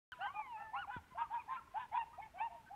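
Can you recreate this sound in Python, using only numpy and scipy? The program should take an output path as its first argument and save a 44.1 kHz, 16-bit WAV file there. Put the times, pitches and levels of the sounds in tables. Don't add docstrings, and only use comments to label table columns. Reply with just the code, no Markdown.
import sys
import numpy as np
from scipy import signal
from scipy.fft import rfft, irfft
from scipy.io import wavfile
from scipy.ndimage import uniform_filter1d

SR = 44100
rng = np.random.default_rng(int(sys.argv[2]) if len(sys.argv) > 2 else 0)


def bounce(signal):
    frames = np.transpose(np.atleast_2d(signal))
    limited = np.clip(frames, -1, 1)
    pcm = np.round(limited * 32767).astype(np.int16)
    wavfile.write(sys.argv[1], SR, pcm)


N = 121275


def amp(db):
    return 10 ** (np.asarray(db) / 20)


def evened(x):
    return x / np.sqrt(np.mean(x ** 2) + 1e-20)


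def read(points, hz):
    f, value = np.transpose(points)
    return np.interp(np.log(hz + 1), np.log(f + 1), value)


def add(mix, start_s, sound):
    part = mix[round(start_s * SR):][:len(sound)]
    part += sound[:len(part)]


def coloured(x, points):
    gain = amp(read(points, np.fft.rfftfreq(len(x), 1 / SR)))
    return irfft(rfft(x) * gain, len(x))


def drifting(noise, size):
    smooth = uniform_filter1d(uniform_filter1d(noise, size=size), size=size)
    return np.array([evened(row) for row in smooth])


def wind_and_hiss():
    # (frequency [Hz], relative level [dB])
    spectrum = [(22, -46), (45, 2.5), (80, 0), (500, -13), (2000, -14), (4600, -25.5), (9800, -29.5),
                (15700, -34)]
    level_db, patchy_db, gust_db, gust_corner_hz = -68, -0.5, 0.5, 300
    frames, hz = N // 512 + 5, np.fft.rfftfreq(2048, 1 / SR)
    real, imag, patches = rng.standard_normal((frames, 1025, 3)).T
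    lumps = evened(uniform_filter1d(patches[0], size=4))
    patches = uniform_filter1d(patches, size=24, axis=0)
    patches = evened(uniform_filter1d(patches, size=7, axis=1))
    low = 1 / (1 + (hz / gust_corner_hz) ** 2)
    gain_db = read(spectrum, hz)[:, None] + patchy_db * patches + gust_db * low[:, None] * lumps
    z = (real + 1j * imag) * amp(gain_db)
    noise = signal.istft(z, nperseg=2048, noverlap=1536)[1][:N]
    return amp(level_db) * evened(noise)


def body_knock(start_s, level_db, settled_hz):
    t60_s, snap, snap_s = 0.16, 2.91, 0.00366
    onset_db, onset_s, attack_s = 12.34, 0.0017, 0.00093
    t = np.arange(0, .1, 1 / SR)
    turns = np.cumsum(settled_hz * (1 + snap * np.exp(-t / snap_s))) / SR
    envelope_db = level_db - 60 * t / t60_s + onset_db * np.exp(-t / onset_s)
    attack = np.minimum(t / attack_s, 1)
    return start_s, amp(envelope_db) * attack * np.sin(2 * np.pi * turns)


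def treeline(x):
    tail_db, t60_s, rise_s = -15, 0.661, 0.0053
    t = np.arange(SR // 2) / SR
    tails = rng.standard_normal((3, len(t))) * amp(-60 * t / t60_s) * np.clip(t / rise_s, 0, 1)
    tails /= np.linalg.norm(tails)
    stir = drifting(rng.standard_normal((len(tails), N)), size=600)
    echoes = signal.fftconvolve(x[None], tails, axes=1)[:, :N]
    return amp(tail_db) * (stir * echoes).sum(0)


def across_meadow(x):
    # (frequency [Hz], gain [dB])
    path = [(500, -18.5), (700, -0.5), (950, 3), (1390, -5), (1480, -7), (1560, -2), (1800, -2.5),
            (2300, -0.5), (2750, -1), (3800, -8.5), (4600, -26.5), (5200, -38.5)]
    return coloured(x, path)


def howl():
    # (time [s], pitch [Hz], fundamental [dB RMS],
    # 2nd harmonic [dB RMS], 3rd harmonic [dB RMS])
    contour = [(.312, 1232, -84, -92, -87), (0.362, 1225, -49, -52, -75.5), (0.412, 1180, -54, -55, -91),
               (0.462, 1043, -59.5, -58, -73), (.52, 939.8, -51.5, -80.5, -66.5),
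               (0.569, 842.9, -47.5, -64, -61), (0.609, 896.2, -60, -55.5, -85.5),
               (0.701, 873, -56.5, -57.5, -82.5), (0.723, 890, -90.5, -63.5, -94),
               (0.776, 883, -65, -62, -86)]
    fade_s = 0.0062
    s, hz, *levels_db = np.transpose(contour)
    t = np.arange(s[0], s[-1], 1 / SR)
    pitch_hz = uniform_filter1d(np.interp(t, s, hz), size=600, mode="nearest")
    turns = np.cumsum(pitch_hz) / SR
    fade = np.minimum(np.minimum(t - s[0], s[-1] - t) / fade_s, 1)
    voice = np.zeros(len(t))
    for harmonic, db in enumerate(levels_db, 1):
        level = np.sqrt(2) * amp(np.interp(t, s, db))
        voice += level * np.sin(2 * np.pi * harmonic * turns)
    return s[0], fade * voice


def call(start_s, length_s, first_hz, top_hz, last_hz, top_at, loud_at, level_db, second_db, third_db,
         hoarse_db=-120, beats=2, mouth=1):
    # (frequency at mouth factor 1 [Hz], gain [dB])
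    throat = [(550, -14), (800, -19), (1500, 7.5), (2050, -9.5), (3500, -8.5)]
    bulge, hoarse_bulge = .6, 1.84
    wobble, fold_waver_rad = 0.00694, 0.12
    fourth_db = -13
    flutter_db, uneven_db, rasp_db, blur_db = 2, 4.5, -4, -14

    noise = rng.standard_normal((24, 7000))
    u = np.arange(0, length_s, 1 / SR) / length_s
    slow = drifting(noise, size=400)[:, :len(u)]
    fast = drifting(noise[:2], size=60)[:, :len(u)]
    top_at, loud_at, beats = np.clip(top_at, .05, .95), np.clip(loud_at, .12, .88), round(beats)

    rise_hz = (top_hz - first_hz) * (1 - u / top_at) ** 2
    fall_hz = (top_hz - last_hz) * ((u - top_at) / (1 - top_at)) ** 2
    hz = top_hz - np.where(u < top_at, rise_hz, fall_hz)
    turns = np.cumsum(hz * (1 + wobble * fast[0])) / SR
    swell = np.sin(np.pi * np.interp(u, [0, loud_at, 1], [0, .5, 1])) ** bulge

    clean = np.zeros(len(u))
    for k, gain in enumerate(amp([0, second_db, third_db, second_db + fourth_db])):
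        flutter = amp(flutter_db * np.sqrt(k + 1) * slow[k])
        clean += gain * swell ** k * flutter * np.sin(2 * np.pi * (k + 1) * turns)
    blur = 1 + amp(blur_db) * fast[1]

    lines = np.zeros(len(u))
    fold_phase = (2 * np.pi * turns + fold_waver_rad * fast[1]) / beats
    for k in range(1, 4 * beats):
        if k % beats:
            lines += amp(uneven_db * slow[k + 4]) * np.sin(k * fold_phase + k * k)
    rasp = amp(rasp_db) * 2 * noise[3, :len(u)]
    hoarse = np.pad(swell ** hoarse_bulge * (lines + rasp), (0, 400))
    hoarse = coloured(hoarse, np.multiply(throat, [mouth, 1]))[:len(u)]
    return start_s, np.sqrt(2) * amp(level_db) * (swell * clean * blur + amp(hoarse_db) * hoarse)


def scene():
    # (start [s], level before onset boost and decay [dB], settled pitch [Hz])
    knocks = [(0.965, -45.5, 81.4), (1.121, -62, 84.3)]
    # (start [s], length [s],
    # first pitch [Hz], top pitch [Hz], last pitch [Hz], top at [share], loudest at [share],
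    # level [dB], 2nd harmonic [dB re level], 3rd harmonic [dB re level])
    yips = [(0.096, 0.0492, 1642, 1642, 1230, 0.1824, 0.574, -46, -13, -5.5),
            (0.205, 0.0986, 1316, 1573, 1327, 0.613, 0.168, -44, -10, -16.5),
            (0.253, 0.0782, 856.5, 1147, 1170, 1, 0.234, -49, -7, -29),
            (0.337, 0.0856, 717.5, 851.6, 862.6, 0.519, 1, -45, -22.5, -23),
            (0.555, 0.1375, 617, 673.5, 579, 0.55, 0.315, -62.5, 7, -11),
            (.6, 0.0398, 797.3, 828.5, 790, 0.89, 0.236, -49.5, -25.5, -38.5),
            (0.729, 0.0493, 808.5, 1123, 1160, 0.991, 0.523, -45, -13.5, -31),
            (0.756, 0.1021, 1252, 1473, 788, .55, 0.234, -42, -14.5, -20),
            (0.721, 0.0933, 710.1, 807.4, 790, 0.495, 0.583, -48.5, -41, -18),
            (0.871, 0.0384, 731, 822.7, 937, 0.713, 1, -45, -18, -21),
            (0.901, 0.0805, 1352, 1529, 1285, 0.5316, 0.316, -46.5, -26.5, -26.5),
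            (1.105, 0.0373, 961.3, 1028, 987, 0.47, 1, -60.5, -10.5, -17.5),
            (1.147, 0.026, 605.2, 729.9, 690, 1, 0.56, -50, -16, -33),
            (1.171, 0.0978, 975, 1274, 1075, 0.625, 0.28, -44.5, -27.5, -40),
            (1.361, 0.0694, 1044, 1261, 1007, 0.393, 0.62, -60, -1, -27.5),
            (1.477, 0.0773, 756.2, 918.5, 860, 0.3576, 0.34, -50, -7, -29),
            (1.554, 0.0231, 1018, 1228, 1274, 0.766, 0.224, -60.5, 4, -15),
            (1.561, 0.0399, 1260, 1394, 1194, 0.527, 0.48, -45, -19.5, -31.5),
            (1.925, 0.12, 609.8, 930.8, 809.4, 0.59, 0.631, -44, -10, -10.5),
            (2.071, 0.15, 892.7, 954, 915, 0.58, 0.5, -66, -10, -31.5),
            (2.129, 0.0405, 1134, 1272, 1180, 0.524, 0.17, -57.5, -25.5, -32),
            (2.177, 0.03537, 594.3, 832.5, 760, 0.89, 0.79, -45.5, -40, -24.5),
            (2.38, 0.02833, 729.5, 782.4, 810, 1, 1, -48.5, 1, 1.5),
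            (2.399, 0.09025, 804.4, 932.8, 754, 0.646, 0.087, -42, -12, -9.5),
            (2.489, 0.0917, 646.1, 701.7, 596, 0.432, 1, -55, -38, -34),
            (2.503, 0.15, 895.4, 946, 828, 0.301, 0.31, -61.5, -17.5, -23.5),
            (2.659, 0.0359, 1624, 1527, 1578, 0.343, 1, -58, -24, -29),
            (2.697, 0.079, 646, 820.5, 789, 0.602, 0.388, -53.5, -29.5, -31.5)]
    # (the ten columns of yips, hoarse part [dB re level],
    # fold beats per repeating pattern [count], mouth opening [factor on throat resonances])
    barks = [(.1, 0.1554, 1015, 1001, 881, 0.232, 0.135, -64.5, -15.5, -20, -7.5, 4, 0.962),
             (.185, 0.0925, 603.2, 823.8, 698, 0.809, 0.837, -44, -35, -26.5, -11.5, 2, 1.012),
             (0.904, 0.0917, 993.8, 1000, 843.6, 0.447, 0.54, -52, -10.5, -14.5, -5.5, 2, 1.078),
             (1.172, 0.0792, 809.4, 937.7, 909.7, 0.3675, 0.432, -41.5, -22, -24, -18.5, 4, 1.026),
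             (1.3, 0.0878, 742.2, 954.6, 880.2, 0.577, 0.712, -42, -26, -48, -22, 4, 1.058),
             (1.395, 0.05, 906.3, 982.6, 841, 0.456, 0.343, -61.5, -28, -29.5, -12.5, 4, 0.847),
             (1.484, 0.0965, 993.8, 1061, 938, 0.6166, 0.615, -43, -22.5, -28.5, -19.5, 4, 1.163),
             (1.608, 0.0172, 948, 918, 860, 0.265, 0.32, -63, -13.5, -23, -32, 4, 0.904),
             (1.74, 0.06, 652.6, 899.1, 917, 0.82, 0.754, -42.5, -27, -36, -20, 4, 0.993),
             (1.789, 0.075, 968.6, 1006, 858.7, 0.314, 0.187, -49, -23, -17, -12.5, 4, 1.08),
             (1.914, 0.0732, 781.7, 981.7, 866, .8, 0.974, -42, -26.5, -28.5, -9, 2, 1.201),
             (2.208, 0.078, 873.7, 883.7, 653, 0.716, 0.371, -56, -9, -24, -11.5, 2, 1.45),
             (2.337, 0.08815, 606.2, 765, 647.4, 0.56, 0.58, -52, -16, -28.5, -17.5, 2, .85)]
    pack, near = np.zeros(N), wind_and_hiss()
    for row in knocks:
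        add(near, *body_knock(*row))
    add(pack, *howl())
    for row in yips + barks:
        add(pack, *call(*row))
    pack = across_meadow(pack)
    return (pack + treeline(pack) + near)[None]


def record(dry):
    start_s, edge_hz = .12, 15750
    opened = dry * (np.arange(N) >= start_s * SR)
    lowpass = signal.firwin(511, edge_hz, window=("kaiser", 9), fs=SR)
    return signal.oaconvolve(opened, lowpass[None], "same")


dry = scene()
out = record(dry)
bounce(out)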